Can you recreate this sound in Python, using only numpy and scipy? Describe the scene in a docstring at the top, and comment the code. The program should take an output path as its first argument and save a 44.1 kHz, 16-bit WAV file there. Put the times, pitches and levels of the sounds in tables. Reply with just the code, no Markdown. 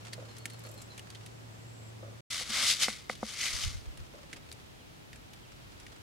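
"""Seed rattles out of a small plastic bottle into a palm: random collisions ring the wall, the hollow and the neck,
and filtered modes give the taps on the wall. Before it, fingers settle leaves and twigs on dry soil:
noise bursts snap, grit crackles, sand ticks and soil thuds. A short silence parts the two; more snaps and rubbing
follow, and low gusts from the arm. Far off are a wavering sine hum, dull knocks of noise with echoes,
falling sine chirps and a narrow insect buzz over coloured noise for open air."""
import sys
import numpy as np
from scipy import signal
from scipy.fft import rfft, irfft, next_fast_len
from scipy.io import wavfile
from scipy.ndimage import uniform_filter1d

SR = 44100
rng = np.random.default_rng(int(sys.argv[2]) if len(sys.argv) > 2 else 0)


def store_wav(level_fs):
    """Save 16-bit WAV to argv[1]."""
    pcm = np.round(np.clip(np.atleast_2d(level_fs), -1, 1) * 32767)
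    wavfile.write(sys.argv[1], SR, pcm.T.astype(np.int16))


N = 265702
TIME = np.arange(N) / SR   # seconds
SIZE = 2 * next_fast_len(N // 2 + 8192)   # padded transform length in samples
HZ = np.maximum(np.arange(SIZE // 2 + 1) * SR / SIZE, 1)   # pitch of each bin

# In every colour table below, each row: frequency in Hz, relative level in dB.
# In every likeness table, each row: frequency in Hz, left-right correlation from -1 to 1.

# Open air before and after the silence, and its stereo likeness.
AIR_EARLY_COLOUR = [(15, -69), (25, -23), (59, -15.5), (86, -12), (116, -11), (165, -13), (276, -15.5),
                    (571, -19), (980, -23.5), (2660, -28.5), (6830, -35), (7610, -36), (15800, -48)]
AIR_LATE_COLOUR = [(18, -41), (30, -6.5), (53, -1), (134, -1), (169, -6), (209, -6.5), (309, -7), (335, -8),
                   (424, -10.5), (697, -13), (1210, -17), (1310, -15), (1450, -17), (3270, -19),
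                   (15800, -36)]
AIR_LIKENESS = [(50, 0.19), (120, 0.42), (260, -0.22), (640, -0.37), (1500, -0.52), (3500, -0.13),
                (14000, 0.08)]
AIR_EARLY_DB, AIR_LATE_DB = -51, -51.5
# The silence. Its two values: start in seconds, end in seconds.
SILENCE = (2.207, 2.302)
# Fader ride of the hum. Each row: time in seconds, level in dB.
HUM_LEVEL = [(0.0, -53), (0.05, -51), (0.71, -50.5), (0.82, -56.5), (2.1, -47.5), (2.19, -54)]
# Insect calls, each swelling to its end. Each row: time at the top in seconds, level in dB.
BUZZES = [(.8, -65.5), (1.835, -64)]
BUZZ_RISE_S, BUZZ_HOLD_S, BUZZ_FALL_S = 0.72, 0.06, 0.03
# Strokes of the fingers over leaves and grit. Each row: start at full level in seconds, hold in seconds, level in dB.
RUBS = [(0.0, .01, -52.5), (0.242, 0.91, -60), (3.88, 0.67, -60.5), (5.614, 0.3, -60.5)]
RUB_RISE_S, RUB_FALL_S = 0.61, 0.47
# Colour of the rubbed grit.
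GRIT_COLOUR = [(100, -30), (500, -1), (1100, 0.5), (1800, -0.5), (4500, -3.5), (9000, -11), (15500, -35)]
# Leaves and twigs snapping. Each row: start in seconds, relative level in dB, ring in Hz,
# treble in dB before a shared boost, decay t60 in seconds.
SNAPS = [(0.0507, -43, 3340, -19, .029), (0.067, -44.5, 1720, -21, 0.057), (0.1316, -28, 4270, -14, .04),
         (0.366, -39, 5460, -13, .054), (0.3824, -36, 4400, 0, .046), (0.4555, -23, 1850, -7, 0.027),
         (0.4996, -35.5, 4290, -6, .056), (0.6888, -39, 8350, 4, 0.051), (0.817, -33.5, 8200, -4, 0.046),
         (0.978, -32, 2760, -7.5, .037), (0.9938, -35.5, 2850, -10, .025), (1.102, -36.5, 4150, -11, 0.041),
         (1.1482, -40, 3680, -31, 0.063), (1.261, -36, 3740, -8, .044), (3.153, -40.5, 3440, -25, 0.031),
         (3.973, -39.5, 2900, -8, 0.035), (4.329, -31.5, 1910, -14.5, .045), (4.3663, -43, 2080, -18, .043),
         (4.516, -38, 4400, -16, 0.015), (4.5245, -33.5, 4700, -4, 0.036), (5.1301, -42, 1680, -24, 0.044),
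         (5.158, -41, 1680, -10, .04), (5.3337, -38.5, 2970, -10.5, .028), (5.799, -41.5, 5760, -11, .038),
         (5.8652, -42, 1890, -28, 0.037)]
# Colour shared by the snaps.
SNAP_COLOUR = [(60, -31), (240, -5), (450, -13), (1000, -19.5), (1800, -1), (3500, -1.5), (6000, -3.5),
               (10000, -10.5), (15500, -30)]
# Far dull knocks. Each row: start in seconds, level in dB before the echo levels.
FAR_KNOCKS = [(0.179, -50), (0.65, -51.5), (2.028, -50.5), (4.138, -53)]
# Each far blow and its echoes. Each row: delay in seconds, level in dB relative to the knock table.
FAR_ECHOES = [(0, 5), (0.046, 0), (0.088, -3)]
# Colour of the far knocks.
FAR_COLOUR = [(100, -44), (300, -7.5), (430, -7), (550, 3), (720, -11.5), (900, -22), (1250, -11.5),
              (2200, -43), (12000, -62)]
# Bird chirps. Each row: start in seconds, starting pitch in Hz, fall in Hz, level in dB before flutter.
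CHIRPS = [(.285, 4280, 280, -59), (.392, 4400, 200, -58), (.514, 4340, 200, -57.5), (0.635, 4360, 220, -57),
          (.764, 4250, 219, -56.5), (.897, 4140, 214, -55), (4.782, 3470, 1310, -62),
          (5.427, 3400, 2000, -63)]
# Fingers bumping the ground. Each row: start in seconds, level in dB.
BUMPS = [(0.455, -53), (4.33, -49.5), (5.13, -57.5)]
# Colour of the soil thud.
BUMP_COLOUR = [(60, -11), (170, -6), (250, 2.5), (400, -12), (700, -14), (1300, -36), (5000, -59)]
# Sand grains ticking on the leaves. Each row: start in seconds, level in dB.
SAND = [(0.5337, -53), (0.5916, -49.5), (0.6379, -52), (0.663, -49), (0.7144, -49), (0.741, -52),
        (0.7781, -54)]
# Colour of the sand ticks.
SAND_COLOUR = [(1000, -31), (5000, -9), (8500, -5), (12000, -4), (15500, -16)]
# Surges of seed sliding in the bottle. Each row: start of full flow in seconds, hold in seconds, rattle in dB,
# rise in seconds, fall in seconds, hollow wall in dB relative to the rattle (before a shared boost),
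# neck ring in dB relative to the rattle.
SHAKES = [(2.314, 0.097, -37.5, 0.031, 0.084, -16.5, -10), (2.552, .095, -32, 0.12, .1, -12, -10),
          (2.685, 0.02, -25.5, 0.1, 0.089, -21.5, -15), (2.828, 0.0086, -24, 0.041, 0.046, -17.5, -14.5),
          (2.885, 0.0088, -39.5, .04, 0.14, -15, -6.5), (3.095, 0.033, -46, 0.0034, 0.03, -14.5, -12),
          (3.282, 0.055, -44.5, 0.14, .1, -15, -14), (3.416, 0.049, -34, 0.089, 0.085, -18, -4.5),
          (3.511, 0.13, -38, 0.17, .15, -15, -13), (3.628, 0.0067, -36.5, .015, 0.029, -27, -25)]
# Colours of the bright rattle, the hollow wall and the neck.
RATTLE_COLOUR = [(400, -52), (1000, -26.5), (1700, -9.5), (2600, -2.5), (3700, 2.5), (5000, 1), (7000, -2),
                 (9000, -5), (11000, -10), (13000, -17.5), (15800, -29)]
HOLLOW_COLOUR = [(100, -14), (230, -1), (350, -13.5), (520, -1.5), (760, 0), (920, -2.5), (1150, 6),
                 (1500, 4.5), (2200, -3.5), (5000, -51), (15000, -77)]
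NECK_COLOUR = [(300, -66), (1400, -25), (1850, -12.5), (2080, 1.5), (2250, -4), (2500, -7.5), (3200, -21.5),
               (15000, -60)]
# Resonances of the bottle under the seed. Each row: frequency in Hz, width in Hz,
# level in dB while upright, level in dB while tipped.
BOTTLE = [(3070, 84, -3, -3), (3700, 150, -7, -20), (4040, 19, -13, -23), (4665, 34, 0, 1),
          (5470, 130, -17, -8), (6120, 110, -14, -2), (6380, 40, -13, 2), (7850, 130, -9, -22)]
TIPPED_FROM_S = 3.2   # the bottle is tipped over the palm
# Stereo likeness of the seed.
SEED_LIKENESS = [(300, 0.37), (700, 0.85), (1500, 0.89), (4000, 0.63), (7500, 0.4), (13000, -0.27)]
# Stereo tilt of the seed. Each row: frequency in Hz, left minus right in dB.
SEED_BALANCE = [(500, -1), (2000, 3), (4400, 2.5), (8000, 1.7), (14000, -0.5)]
# Taps and bumps on the bottle. Each row: start in seconds, relative level in dB, contact cut-off in Hz,
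# bass in dB, rebound delay in seconds, rebound in dB relative to the level column.
TAPS = [(2.41, -33, 896, -5.5, 0.0059, -6), (2.494, -39.5, 352, 9.5, 0.013, -4),
        (2.8825, -21.5, 1960, -4, 0.0028, -24), (3.0970, -21.5, 2740, -7, 0.00164, -11.5),
        (3.229, -18.5, 1080, -2, 0.00324, -12)]
# Modes of the bottle wall. Each row: frequency in Hz, relative level in dB, decay t60 in seconds.
WALL = [(215, -10.5, 0.094), (513, -10.5, 0.038), (736, -7.5, 0.023), (1245, -4.5, 0.012),
        (1460, -7, 0.017), (2095, -0.5, 0.019)]
# Air pushed against the microphone by the arm. Each row: start at full level in seconds, level in dB.
PUFFS = [(3.545, -38), (3.66, -29.5), (3.758, -35.5), (3.884, -37), (4.008, -39)]
PUFF_RISE_S, PUFF_HOLD_S, PUFF_FALL_S = 0.045, 0.005, 0.058
# Colour of the gusts.
PUFF_COLOUR = [(15, -24), (35, 1), (60, -1.5), (110, -7), (200, -37), (500, -64)]


def from_db(db):
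    """Decibels to gain."""
    return 10 ** (np.asarray(db) / 20)


def rms_one(x):
    """Scale to unit rms."""
    return x / np.sqrt(np.mean(x ** 2) + 1e-20)


def at_hz(points):
    """Read a table at every bin, in straight lines over log frequency."""
    hz, value = np.transpose(points)
    return np.interp(np.log(HZ), np.log(hz), value)


def drift(rate):
    """Smooth random wander of unit rms, with this many knots a second."""
    knots = rng.standard_normal(4096)
    return rms_one(np.interp(TIME * rate, np.arange(len(knots)), knots))


def colour(x, spectrum):
    """Causal (minimum-phase) filter of this colour; white noise keeps its power."""
    log_gain = np.log(rms_one(from_db(at_hz(spectrum))))
    # folding the cepstrum forward puts the energy as early as possible
    cepstrum = irfft(log_gain)[:SIZE // 2]
    cepstrum[1:] *= 2
    response = np.exp(rfft(cepstrum, SIZE))
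    return irfft(rfft(x, SIZE) * response)[..., :N]


def spread(pair, likeness):
    """Turn two unrelated signals into left and right with the given correlation."""
    alike = np.clip(at_hz(likeness), -1, 1)
    mid_side_gain = np.sqrt([(1 + alike) / 2, (1 - alike) / 2])
    mid, side = rfft(pair, SIZE) * mid_side_gain
    return irfft([mid + side, mid - side])[:, :N]


def resonate(x, hz, width_hz):
    """A resonance with gain 1 on top."""
    r = np.exp(-np.pi * width_hz / SR)
    top = np.array([1, 0, -1]) * (1 - r * r) / 2
    bottom = [1, -2 * r * np.cos(2 * np.pi * hz / SR), r * r]
    return signal.lfilter(top, bottom, x + 1e-18)   # the tiny offset keeps silent stretches quick to compute


def dying(start, t60):
    """An envelope that jumps to 1 and dies away."""
    age = TIME - start
    return (age >= 0) * from_db(-60 * np.clip(age / t60, 0, 10))


def swell(s, hold, db, rise, fall):
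    """Attack, hold from s, release; rise and fall are the times for a tenfold change of gain."""
    away = np.maximum(s - TIME, 0) / rise + np.maximum(TIME - s - hold, 0) / fall
    return from_db(db - 20 * np.clip(away, 0, 10))


def together(gains):
    """Unrelated sounds add in power."""
    return np.sqrt(sum(gain ** 2 for gain in gains))


def add(out, sound, s, db):
    """Mix a short sound in at its time."""
    start = max(round(s * SR), 0)
    out[:, start:start + sound.shape[1]] += from_db(db) * sound[:, :N - start]


def grains(per_s, size_db, t60, count=20):
    """Random collisions of uneven size, each ringing in one of several short ways; two channels of power near 1."""
    uneven_db = size_db * np.minimum(rng.exponential(1, N), 4)
    sizes = rms_one(from_db(uneven_db)) * rng.choice([-1, 1], N)
    struck = rng.random(N) < per_s / SR
    clicks = sizes * struck * np.sqrt(SR / per_s)
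    dealt = rng.integers(0, count, N)   # which ring each collision gets
    ring = dying(0, t60)[:1024]
    rings = rng.standard_normal((count, 2, len(ring))) * ring / np.linalg.norm(ring)
    return sum(signal.oaconvolve((clicks * (dealt == k))[None], rings[k], axes=1)[:, :N] for k in range(count))


def air(spectrum, db):
    """Steady outdoor noise, coloured and spread in stereo."""
    noise = colour(rng.standard_normal((2, N)), spectrum)
    return from_db(db) * spread(noise, AIR_LIKENESS)


def hum(hz=113, waver_hz=2.05, uneven_db=1.3):
    """A far engine, of which only the firing tone carries, wavering in pitch and level."""
    s, db = np.transpose(HUM_LEVEL)
    phase = 2 * np.pi * np.cumsum(hz + waver_hz * drift(14.33)) / SR
    level_db = np.interp(TIME, s, db) + uneven_db * drift(5.6)
    return np.sqrt(2) * from_db(level_db) * np.sin(phase)


def insect(hz=7600, width_hz=480):
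    """A narrow high buzz, noise through two equal resonances, swells and stops."""
    noise = rng.standard_normal((2, N))
    buzz = resonate(resonate(noise, hz, width_hz), hz, width_hz)
    calls = together(swell(s, BUZZ_HOLD_S, db, BUZZ_RISE_S, BUZZ_FALL_S) for s, db in BUZZES)
    return calls * rms_one(spread(buzz, [(7000, 0.4), (8000, 0.4)]))


def rubbing():
    """Fine crackles of grit and leaf under the fingers, in uneven density."""
    per_s = 450 * from_db(4.0 * drift(14))
    crackle = colour(grains(per_s, size_db=5.5, t60=0.047), GRIT_COLOUR)
    strokes = together(swell(s, hold, db, RUB_RISE_S, RUB_FALL_S) for s, hold, db in RUBS)
    return strokes * crackle


def snaps(ring_db=3, ring_width_hz=900, tail_db=-22, tail_t60=0.081, uneven_db=-2.5):
    """A dying run of tiny fractures sets the leaf or twig ringing; the ground scatters a faint tail."""
    out = np.zeros((2, N))
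    age = TIME[:SR // 8]
    treble_filter = signal.butter(2, 7000, "high", fs=SR, output="sos")
    for s, db, hz, treble_db, t60 in SNAPS:
        # a new strength every 20 samples, with a steady onset
        steps = np.repeat(rng.standard_normal(len(age)), 20)[:len(age)]
        fractures = from_db(uneven_db * steps)
        fractures[:40] = from_db(uneven_db)
        tail = from_db(tail_db - 60 * age / tail_t60)
        envelope = fractures * from_db(-60 * age / t60) + tail
        burst = rng.standard_normal((2, len(age))) * envelope
        ringing = from_db(ring_db) * resonate(burst, hz, ring_width_hz)
        crisp = from_db(treble_db + 12.5) * signal.sosfilt(treble_filter, burst)
        add(out, rms_one(burst + ringing + crisp), s, db - 20.5)
    return spread(colour(out, SNAP_COLOUR), [(1000, 1.0), (12000, 0.35)])


def far_knocks(t60=0.19, tail_db=-9, tail_t60=0.33):
    """Distant blows arrive dull, with two echoes and a diffuse tail."""
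    power = np.zeros(N)
    for s, db in FAR_KNOCKS:
        for delay, echo_db in FAR_ECHOES:
            power += (from_db(db + echo_db) * dying(s + delay, t60)) ** 2
        power += (from_db(db + tail_db) * dying(s, tail_t60)) ** 2
    noise = colour(rng.standard_normal((2, N)), FAR_COLOUR)
    return np.sqrt(power) * spread(noise, [(400, 0.55), (1500, 0)])


def birds(length_s=0.0834, waver_hz=40, flicker_db=2.0):
    """Thin falling whistles that swell quickly and fade; foliage makes them flutter."""
    out = np.zeros(N)
    waver = waver_hz * drift(900)
    for s, hz, fall_hz, db in CHIRPS:
        part = np.clip((TIME - s) / length_s, 0, 1)
        pitch = hz - fall_hz * part + waver
        envelope = np.sin(np.pi * np.sqrt(part)) ** 2
        out += from_db(db) * envelope * np.sin(2 * np.pi * np.cumsum(pitch) / SR)
    return out * from_db(flicker_db * drift(180))


def bumps(t60=0.19):
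    """Soil gives a short dull thud, the same in both channels."""
    thuds = sum(from_db(db) * dying(s, t60) for s, db in BUMPS)
    return thuds * colour(rng.standard_normal(N), BUMP_COLOUR)


def sand_ticks(t60=0.043):
    """Single grains land with a very short, high tick."""
    out = np.zeros((2, N))
    age = TIME[:1024]
    for s, db in SAND:
        tick = rng.standard_normal((2, len(age))) * from_db(-60 * age / t60)
        add(out, tick, s, db)
    return colour(out, SAND_COLOUR)


def seed_flow():
    """Each surge drives the rattle, the hollow wall and the neck with one envelope."""
    return together(swell(s, hold, db, rise, fall) * from_db([[0], [wall_db], [neck_db]])
                    for s, hold, db, rise, fall, wall_db, neck_db in SHAKES)


def seed(slow_per_s=1200, fast_per_s=9000, clump_db=1.0):
    """Seeds collide and slide along the wall; a faster flow is louder and denser."""
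    rattle, hollow, neck = seed_flow()
    per_s = slow_per_s + fast_per_s * rattle / rattle.max()
    clumps = from_db(clump_db * drift(260))   # seeds arrive in small bunches
    hits = clumps * spread(grains(per_s, size_db=0.5, t60=0.011), SEED_LIKENESS)
    ringing = hits.copy()
    for hz, width, upright_db, tipped_db in BOTTLE:   # tipping moves the seed to another part of the wall
        gain = np.where(TIME < TIPPED_FROM_S, from_db(upright_db), from_db(tipped_db))
        ringing += gain * resonate(hits, hz, width)
    neck_hits = spread(grains(per_s, size_db=1.0, t60=0.0032, count=4), SEED_LIKENESS)
    sound = rattle * colour(ringing, RATTLE_COLOUR)
    sound += from_db(2.5) * hollow * colour(hits, HOLLOW_COLOUR)
    sound += neck * colour(neck_hits, NECK_COLOUR)
    balance = from_db(at_hz(SEED_BALANCE) * [[0.5], [-0.5]])
    return irfft(rfft(sound, SIZE) * balance)[:, :N]


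def taps(side_db=-15):
    """The bottle knocks against the hand and rebounds; a soft contact wakes only the low modes."""
    out = np.zeros((2, N))
    age = TIME[:SR // 5]
    for s, db, contact_hz, bass_db, rebound_s, rebound_db in TAPS:
        modes = np.array([from_db(level - 60 * age / t60) * np.sin(2 * np.pi * hz * age)
                          for hz, level, t60 in WALL])
        modes[0] *= from_db(bass_db)
        modes[1::2] *= -1   # every other mode starts in the opposite sense
        ports = 1 + from_db(side_db) * rng.standard_normal(len(WALL)) * [[1], [-1]]   # left and right mode gains
        contact = signal.butter(4, contact_hz, fs=SR, output="sos")
        knock = signal.sosfilt(contact, ports @ modes)
        add(out, knock, s, db + 1)
        add(out, knock, s + rebound_s, db + rebound_db)
    return out


def puffs():
    """Low gusts press on the two microphone ports, mostly in opposite senses."""
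    noise = colour(rng.standard_normal((2, N)), PUFF_COLOUR)
    gusts = spread(noise, [(50, -0.82), (200, -0.44)])
    strength = np.sqrt(uniform_filter1d(np.mean(gusts ** 2, axis=0), size=1500))   # evens out the gusts
    envelope = together(swell(s, PUFF_HOLD_S, db, PUFF_RISE_S, PUFF_FALL_S) for s, db in PUFFS)
    return envelope * gusts / strength


def scene():
    """Close handling over the far countryside; hum and insect sound only before the silence."""
    early = air(AIR_EARLY_COLOUR, AIR_EARLY_DB) + hum() + insect()
    late = air(AIR_LATE_COLOUR, AIR_LATE_DB)
    outdoors = np.where(TIME < SILENCE[0], early, late) + far_knocks() + birds()
    ground = rubbing() + snaps() + bumps() + sand_ticks()
    return outdoors + ground + seed() + taps() + puffs()


def record(dry, cutoff_hz=15850):
    """The sound drops out during the silence, with edges of about 2 ms; a steep filter cuts the top."""
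    sounding = (TIME < SILENCE[0]) | (TIME > SILENCE[1])
    gate = uniform_filter1d(1.0 * sounding, size=96)
    top_cut = signal.ellip(12, 0.1, 80, cutoff_hz, fs=SR, output="sos")
    return signal.sosfilt(top_cut, dry * gate)


dry = scene()
out = record(dry)
store_wav(out)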